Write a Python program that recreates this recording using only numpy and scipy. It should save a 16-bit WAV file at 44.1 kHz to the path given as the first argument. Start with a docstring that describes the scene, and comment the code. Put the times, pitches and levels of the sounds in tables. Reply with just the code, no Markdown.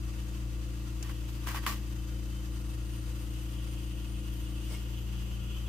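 """In a small workshop, a glass bead turns on a motor-driven rod in the flame of a bench torch.
The motor hums from unbalance and magnetic pull, and a knock on every turn makes it buzz. The flame
rushes, hisses and whistles, more brightly once a glass rod is fed in. A metal hand tool skids onto
the bench and drops, ringing. Drag slowly builds on the motor; with a brief rustle it lets go,
and the motor runs freer."""
import sys
import numpy as np
from scipy import signal
from scipy.fft import rfft, irfft, next_fast_len
from scipy.io import wavfile

SR = 44100
rng = np.random.default_rng(int(sys.argv[2]) if len(sys.argv) > 2 else 0)


def transcribe(signal):
    """Save signal, clipped to [-1, 1], as a 16-bit WAV file at the path in sys.argv[1]."""
    frames = np.atleast_2d(signal).T
    limited = np.clip(frames, -1, 1)
    pcm = np.round(limited * 32767).astype(np.int16)
    wavfile.write(sys.argv[1], SR, pcm)


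N = 250782
TIME = np.arange(N) / SR

# The motor's hum. Each row: multiple of the turning rate, level in dB, lean to the left in dB,
# waver in dB, dB gained when running free.
MOTOR_HUM = [(1, -64, 8, 3, 3), (2, -36.5, 3, -0.1, 0.5), (3, -57.5, 27, 1.5, 2), (4, -44.5, 9, 0.5, 1),
             (5, -55.5, 3, 0.8, -4), (6, -56.5, 1, 1.3, 2.5), (7, -55, -1, 1.3, 1.6),
             (8, -80, 11, 1.5, 9.5)]
# The housing's buzz. Each row: multiple of the turning rate, base level in dB, lean to the left in dB,
# dB gained when running free.
HOUSING_BUZZ = [(9, -76, 16, 1), (10, -52, 1.5, -1), (11, -47.5, 1, 0.5), (12, -55, -4, 3),
                (13, -110, 3, 9), (14, -75, 4, 13), (15, -81, 13, 15), (17, -68, 4, 1), (23, -75.5, -4, -1),
                (24, -73.5, 13, 3), (27, -82.5, 8, 17)]
# The hum of the power supply. Each row: pitch in Hz, level in dB.
MAINS_HUM = [(50, -58.5), (120, -62), (240, -77)]

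# Noise colours, that is, how strong the lows and highs are. Each row: frequency in Hz, relative dB.
RUSH_COLOUR = [(20, -9), (36, -17), (52, 5.5), (72, 5), (100, 0.5), (140, -8), (195, -2), (222, -14.5),
               (260, -6), (330, -11), (375, -11), (450, -17), (510, -6.5), (620, -18), (780, -18),
               (1100, -34)]  # flame and ventilation
HISS_COLOUR = [(500, 3), (750, -5.5), (930, 6), (1350, 3.5), (1570, 1), (2300, 0.5), (3350, 2), (4100, -2),
               (6500, -3), (8500, -2.5), (11200, -12.5), (12400, -7.5), (14000, -12.5), (15500, -12)]  # gas jet
THUD_COLOUR = [(150, -35), (400, -32), (680, -13), (1150, 2.5), (1500, -9), (1950, -5.5), (2500, -6),
               (3100, -6.5), (4300, -19.5), (9000, -18), (15500, -21)]  # body of the tool's knock
CLICK_COLOUR = [(1500, 4), (3500, 3), (5000, 4.5), (7500, 0), (10000, -2.5), (11200, -6), (12700, 4.5),
                (13500, 1), (15500, -0.5)]  # its sharp edge
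BRUSH_COLOUR = [(200, 5.5), (420, 12), (750, 7), (1500, 1), (4000, 1), (5400, 2), (6500, -2), (9500, -1),
                (12000, -3), (15500, -4)]  # rustle

# Resonances, the pitches a thing favours. Each row: centre in Hz, width in Hz, relative level in dB.
TORCH_HEAD_PEAKS = [(925, 20, -75.5), (1180, 13, -77.5), (1416, 34, -72), (1888, 60, -73), (2649, 44, -68),
                    (2900, 30, -74.5), (4290, 82, -76.5), (4840, 160, -70.5), (6040, 150, -71.5),
                    (6550, 140, -72.5), (7500, 58, -83), (10360, 120, -78.5), (12980, 130, -71.5)]
BROAD_WHISTLE_PEAKS = [(2590, 130, -7.5), (2842, 28, -5.5), (3030, 43, -5.5), (3180, 45, -11.5),
                       (3360, 59, -8)]
THIN_WHISTLE_PEAKS = [(5890, 41, -11), (6560, 40, -17)]
HOLLOW_ROAR_PEAKS = [(1030, 24, -6), (1167, 26, -1), (1287, 19, -2), (1414, 22, -2.5)]
RUSTLE_PEAKS = [(2890, 34, -8), (5100, 56, -1), (5230, 58, -3), (7770, 90, -3), (8280, 90, 0),
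                (9600, 90, -2)]

# The bead enters the flame; then the glass rod nears, flares, softens, shifts and is pushed deeper.
# Each row: start and end in seconds, then the change in dB of the jet, broad whistle, thin whistle,
# sizzle, high fizz and hollow roar.
FLAME_CHANGES = [(0.95, 6.2, -0.5, 4, 2, 3, 7, 0.5), (1.88, 2.65, 0, -11, 15, 1, 0, 0),
                 (2.55, 4.7, 0, -1, -1, 8.5, -1.5, 0), (3.05, 3.6, 1.1, 0.5, 6, 0.5, 3, 1),
                 (3.35, 6.2, -0.5, 4.5, 5, 0, 1.5, -1.5), (4.2, 6.2, 0.6, 0, 4, 0, 1, 1),
                 (4.3, 4.42, 0, -0.5, -1.5, 0, 6.5, -0.5), (5.33, 5.86, -0.5, 2.5, 11, 0, -2, 6)]

# The tool hits the bench. Each row: time in seconds, then strength in dB of knock, click and thunk.
TOOL_HITS = [(1.027, -68, -48, -66), (1.0958, -39, -61, -51), (1.288, -60, -47.5, -70),
             (1.351, -61, -48, -70), (1.4708, -29, -40, -28.5), (1.4799, -32, -42, -40),
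             (1.5461, -29.5, -53, -23.5), (1.555, -35, -50, -39), (1.6643, -19, -31, -22.5),
             (1.673, -30, -33, -45), (1.761, -44, -67, -52)]
# Tones that ring after a hit. Each row: pitch in Hz, relative level in dB, seconds to fade by 60 dB.
TOOL_AND_BENCH_TONES = [(206, -11, 0.2), (285, -17, 0.18), (800, -18, 0.1), (1070, -14, 0.091),
                        (1133, -4, 0.11), (1175, -7, 0.11), (1410, -14, 0.1), (1565, -6.5, 0.12),
                        (1665, -11, 0.13), (1856, -8.5, 0.17), (1990, -10.5, 0.11), (2310, -25, 0.13),
                        (2950, -6.5, 0.061), (4740, -19, 0.15), (10540, -18, 0.1), (13100, -21, 0.042),
                        (14437, -20, 0.27)]
BENCH_THUNK_TONES = [(895, -7.5, 0.014), (1113, -7, 0.022), (1320, -11.5, 0.027), (1617, -18, 0.025)]
# Rubbing strokes. Each row: start in seconds, length in seconds, strength in dB.
TOOL_SKIDS = [(1.036, 0.055, -55), (1.094, 0.015, -51), (1.44, 0.03, -54.5), (1.479, 0.077, -42.5),
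              (1.552, 0.033, -42), (1.638, 0.02, -50), (1.674, 0.065, -40.5)]
RUSTLE_SQUEAKS = [(4.708, 0.01, -57), (4.744, 0.008, -52)]

# How alike a noise is in the two ears. Each row: frequency in Hz, likeness (1 same, 0 unrelated).
ROOM_EAR_LIKENESS = [(60, 0.81), (92, 0.77), (140, 0.33), (210, 0.91), (330, 0.94), (500, 0.2),
                     (770, -0.15), (1170, 0.012), (1790, 0.059), (2740, 0.39), (4190, 0.094), (6410, 0.053),
                     (9810, -0.13), (15000, 0.14)]
TOOL_EAR_LIKENESS = [(200, 0.83), (640, 0.58), (1400, 0.32), (3100, 0.044), (7000, 0), (15000, 0)]
# Which ear hears a noise louder. Each row: frequency in Hz, lean to the left in dB.
ROOM_EAR_LEAN = [(60, 5), (92, -4), (140, -19), (210, 11), (330, 7), (500, 3), (770, 0), (1170, 2),
                 (1790, 2), (2740, -2), (4190, 1), (6410, 3.0), (9810, 3.5), (15000, 1.5)]
TOOL_EAR_LEAN = [(200, 2), (700, 2), (1300, 0.5), (2400, -1), (4400, 1), (8000, 3), (15000, 4.5)]


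def motor(hum_smear_rad=1.2, buzz_smear_rad=0.285):
    """Unbalance and magnetic pull give the low hum; a knock on every turn gives the buzz."""
    turns_per_s, load_db, free = motor_drag()
    angle = 2 * np.pi * (rng.random() + np.cumsum(turns_per_s) / SR) + 0.015 * drift(2.5)
    out = np.zeros((2, N))
    # Bench and housing carry some pitches faster than others, which smears each knock.
    for multiple, db, lean_db, waver_db, free_db in MOTOR_HUM:
        gain = from_db(db + free * free_db + waver_db * drift(3.7))
        out -= pan(lean_db) * gain * np.sin(multiple * angle + hum_smear_rad * multiple ** 2)
    # These tones peak nearly together, so the buzz pulses once per turn.
    for multiple, db, lean_db, free_db in HOUSING_BUZZ:
        gain = from_db(db + load_db + free * free_db + 0.7 * drift(7.7))
        out += pan(lean_db) * gain * np.cos(multiple * angle + buzz_smear_rad * multiple ** 2)
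    for hz, db in MAINS_HUM:
        out += from_db(db) * np.sin(2 * np.pi * hz * TIME)
    return np.sqrt(2) * out


def motor_drag(release_s=4.68, spin_up_s=0.13, growth_db_per_s=0.33, fade_db_per_s=4):
    """Drag slows the motor and feeds the buzz; once it lets go, the motor speeds up and the buzz fades."""
    dragged_s, freed_s = np.minimum(TIME, release_s), since(release_s)
    free = 1 - np.exp(-freed_s / spin_up_s)  # 0 while dragged, 1 when running free
    turns_per_s = (1 - free) * (28.88 - 0.047 * dragged_s) + free * 29.02
    quick_drop_db = 3 * (1 - np.exp(-freed_s / 0.03))
    load_db = -5 + growth_db_per_s * dragged_s - quick_drop_db - fade_db_per_s * freed_s
    return turns_per_s, load_db, free


def torch(flicker_db=1.08, whistle_flicker_db=1.44):
    """The gas jet hisses over a low, steady rush; the flame whistles and roars where it meets glass."""
    jet_db, *voice_dbs = flame_levels()
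    ripple = reflections(echo_db=-21)
    jet = from_db(jet_db) * noise(lambda hz: broad(HISS_COLOUR)(hz) * ripple)
    jet += from_db(-62.5) * noise(resonances(TORCH_HEAD_PEAKS))
    whistle = noise(resonances(BROAD_WHISTLE_PEAKS))
    thin = thin_whistle()
    sizzle = noise(resonance(centre_hz=9050, width_hz=310))
    fizz = noise(resonance(centre_hz=12870, width_hz=860))
    roar = noise(resonances(HOLLOW_ROAR_PEAKS))
    for db, voice in zip(voice_dbs, (whistle, thin, sizzle, fizz, roar)):
        jet += from_db(db + whistle_flicker_db * drift(12)) * voice
    rush = from_db(-50.5) * noise(broad(RUSH_COLOUR))
    return rush + jet * from_db(flicker_db * drift(41))


def flame_levels():
    """Each move of the glass makes parts of the flame's sound louder or softer for a while."""
    bare_db = np.array([-56.5, -67.5, -84.5, -78.5, -77, -71.5])  # same order as in FLAME_CHANGES
    changes_db = sum(np.outer(change_db, held(start, end, ease_s=0.056))
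                     for start, end, *change_db in FLAME_CHANGES)
    return bare_db[:, None] + changes_db


def thin_whistle(flutter_db=4.0, jump_s=5.635, jump_hz=290):
    """The flame whistles on the edge of the glass; the fluttering main tone jumps higher near the end."""
    hz = 3060 + jump_hz * held(jump_s, np.inf, ease_s=0.015)
    upper = sum(from_db(db) * noise(resonance(centre, width)) for centre, width, db in THIN_WHISTLE_PEAKS)
    return from_db(flutter_db * drift(42)) * wandering_tone(hz, wander_hz=32, rate=90) + upper


def hand_tool(chatter_db=2.0, slips_per_s=250):
    """Knocks and chattering skids make the tool and the bench thud, click and ring."""
    forces = np.zeros((3, N))
    for start, *dbs in TOOL_HITS:
        forces[:, round(start * SR)] = from_db(dbs)
    knock, tick, weight = forces
    slide = strokes(TOOL_SKIDS, attack_s=0.015, fade_s=0.091, sag_db_per_s=78)
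    slide *= from_db(chatter_db * drift(170))
    slips = (rng.random(N) < slips_per_s / SR) * rng.choice([-1, 1], N) * slide
    ringing = ring(from_db(-11.5) * knock + from_db(-7.5) * slips, TOOL_AND_BENCH_TONES, spread_rad=0.6)
    thunk = ring(weight, BENCH_THUNK_TONES, spread_rad=0.2)
    thud_gain = np.hypot(from_db(-10) * hit_fade(knock, fade_s=0.031, room_db=-18), from_db(-2.5) * slide)
    click_gain = np.hypot(from_db(-5) * hit_fade(tick, fade_s=0.025, room_db=-3), from_db(-4.5) * slide)
    thud = thud_gain * noise(broad(THUD_COLOUR), TOOL_EAR_LIKENESS, TOOL_EAR_LEAN)
    click = click_gain * noise(broad(CLICK_COLOUR), TOOL_EAR_LIKENESS, TOOL_EAR_LEAN)
    return ringing + thunk + thud + click


def ring(force, tones, spread_rad):
    """A struck thing rings with fading tones; each reaches the two ears slightly out of step."""
    t = np.arange(SR // 2) / SR
    response = np.zeros((2, len(t)))
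    for k, (hz, db, fade_s) in enumerate(tones):
        phase = 2 * np.pi * hz * t + rng.normal(0, spread_rad, (2, 1))
        response += (-1) ** k * from_db(db) * dying(fade_s) * np.sin(phase)
    return signal.fftconvolve(force[None], response, axes=1)[:, :N]


def hit_fade(force, fade_s, room_db, room_fade_s=0.3):
    """Loudness after each hit: a short crack, then the room's echo dying away."""
    power = dying(fade_s) ** 2 + (from_db(room_db) * dying(room_fade_s)) ** 2
    return np.sqrt(np.maximum(signal.fftconvolve(force ** 2, power)[:N], 0))


def metal_tick():
    """The tool's first touch adds a hard, tiny tick of metal on metal."""
    force = np.zeros(N)
    force[round(TOOL_HITS[0][0] * SR)] = from_db(-41)
    gain = signal.fftconvolve(force, dying(fade_s=0.032))[:N]
    return gain * noise(resonance(centre_hz=6300, width_hz=1900), TOOL_EAR_LIKENESS, TOOL_EAR_LEAN)


def rustle(start_s=4.72, length_s=0.019, rub_db=-49.5):
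    """Something brushes the bench, ringing thinly and squeaking faintly; the bench booms softly."""
    brush_gain = strokes([(start_s, length_s, rub_db)], attack_s=0.032, fade_s=0.3)
    squeak_gain = strokes(RUSTLE_SQUEAKS, attack_s=0.006, fade_s=0.057)
    rubbing = noise(broad(BRUSH_COLOUR))
    boom = from_db(-8) * noise(resonance(centre_hz=410, width_hz=50))
    ringing = from_db(-7.5) * noise(resonances(RUSTLE_PEAKS))
    squeak = wandering_tone(hz=2180, wander_hz=24, rate=100)
    return brush_gain * (rubbing + boom + ringing) + squeak_gain * squeak


def strokes(rows, attack_s, fade_s, sag_db_per_s=0):
    """Loudness of rubbing: each stroke swells, holds or sags, then dies away."""
    gains = []
    for start, length, db in rows:
        swell = np.exp(np.minimum(TIME - start, 0) / attack_s)
        fade_db = 60 * since(start + length) / fade_s
        gains.append(swell * from_db(db - sag_db_per_s * since(start) - fade_db))
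    return np.max(gains, axis=0)


def reflections(echo_db, count=14):
    """Nearby surfaces send back a few echoes, which ripple the colour of a steady sound."""
    echoes = np.zeros(next_fast_len(N, True))
    signs = rng.choice([-1, 1], count)
    delays_s = rng.uniform(.001, .022, count)
    echoes[(delays_s * SR).astype(int)] = from_db(echo_db) * signs
    echoes[0] = 1  # the direct sound
    return np.abs(rfft(echoes))


def noise(colour, likeness=ROOM_EAR_LIKENESS, lean=ROOM_EAR_LEAN):
    """Stereo noise of standard strength; colour gives the gain at each frequency."""
    size = next_fast_len(N, True)
    hz = np.fft.rfftfreq(size, 1 / SR)
    shared, opposed = rng.standard_normal((2, len(hz))) + 1j * rng.standard_normal((2, len(hz)))
    alike = np.clip(at_hz(likeness, hz), -1, 1)
    ears = np.sqrt(1 + alike) * shared + np.sqrt(1 - alike) * opposed * np.array([[1], [-1]])
    out = irfft(ears * colour(hz) * pan(at_hz(lean, hz)), size)[:, :N]
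    return out / np.sqrt(np.mean(out.mean(axis=0) ** 2))


def broad(table):
    """A broad noise colour drawn through a table's points."""
    return lambda hz: from_db(at_hz(table, hz))


def resonance(centre_hz, width_hz):
    """A noise colour with one peak."""
    return lambda hz: 1 / (1 + ((hz - centre_hz) / width_hz) ** 2)


def resonances(peaks):
    """A noise colour with several peaks, whose powers add up."""
    return lambda hz: np.sqrt(sum((from_db(db) * resonance(centre, width)(hz)) ** 2 / width
                                  for centre, width, db in peaks))


def wandering_tone(hz, wander_hz, rate):
    """A single tone whose pitch wanders at random."""
    return np.sqrt(2) * np.sin(2 * np.pi * np.cumsum(hz + wander_hz * drift(rate)) / SR)


def drift(rate, size=8192):
    """A random wobble of typical size 1, changing up to about rate times a second."""
    hz = np.arange(size // 2 + 1) * SR / N
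    slow = irfft(rfft(rng.standard_normal(size)) * np.exp(-(hz / rate) ** 2))
    slow /= np.sqrt(np.mean(slow ** 2) + 1e-20)
    return np.interp(np.arange(N) * size / N, np.arange(size), slow)


def dying(fade_s):
    """A half-second fade that falls 60 dB every fade_s seconds."""
    return from_db(-60 * np.arange(SR // 2) / SR / fade_s)


def held(start, end, ease_s):
    """Ease from 0 to 1 at the start and back at the end."""
    return .5 * (np.tanh((TIME - start) / ease_s) - np.tanh((TIME - end) / ease_s))


def since(start):
    """Seconds since a moment, zero before it."""
    return np.maximum(TIME - start, 0)


def pan(lean_db):
    """Left and right gains that average 1."""
    gains = from_db(np.array([[.5], [-.5]]) * lean_db)
    return gains / gains.mean(axis=0)


def at_hz(table, hz):
    """Read between a table's rows, giving each octave equal room."""
    known_hz, values = np.transpose(table)
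    return np.interp(np.log(hz + 1), np.log(known_hz), values)


def from_db(db):
    """Turn decibels into a gain to multiply by."""
    return 10 ** (np.asarray(db) / 20)


def scene():
    """Motor, torch and the small handling sounds at the bench."""
    return motor() + torch() + hand_tool() + metal_tick() + rustle()


def record(dry):
    """Cut the treble steeply above 15550 Hz."""
    return signal.sosfilt(signal.ellip(12, .1, 80, 15550, fs=SR, output="sos"), dry)


dry = scene()
out = record(dry)
transcribe(out)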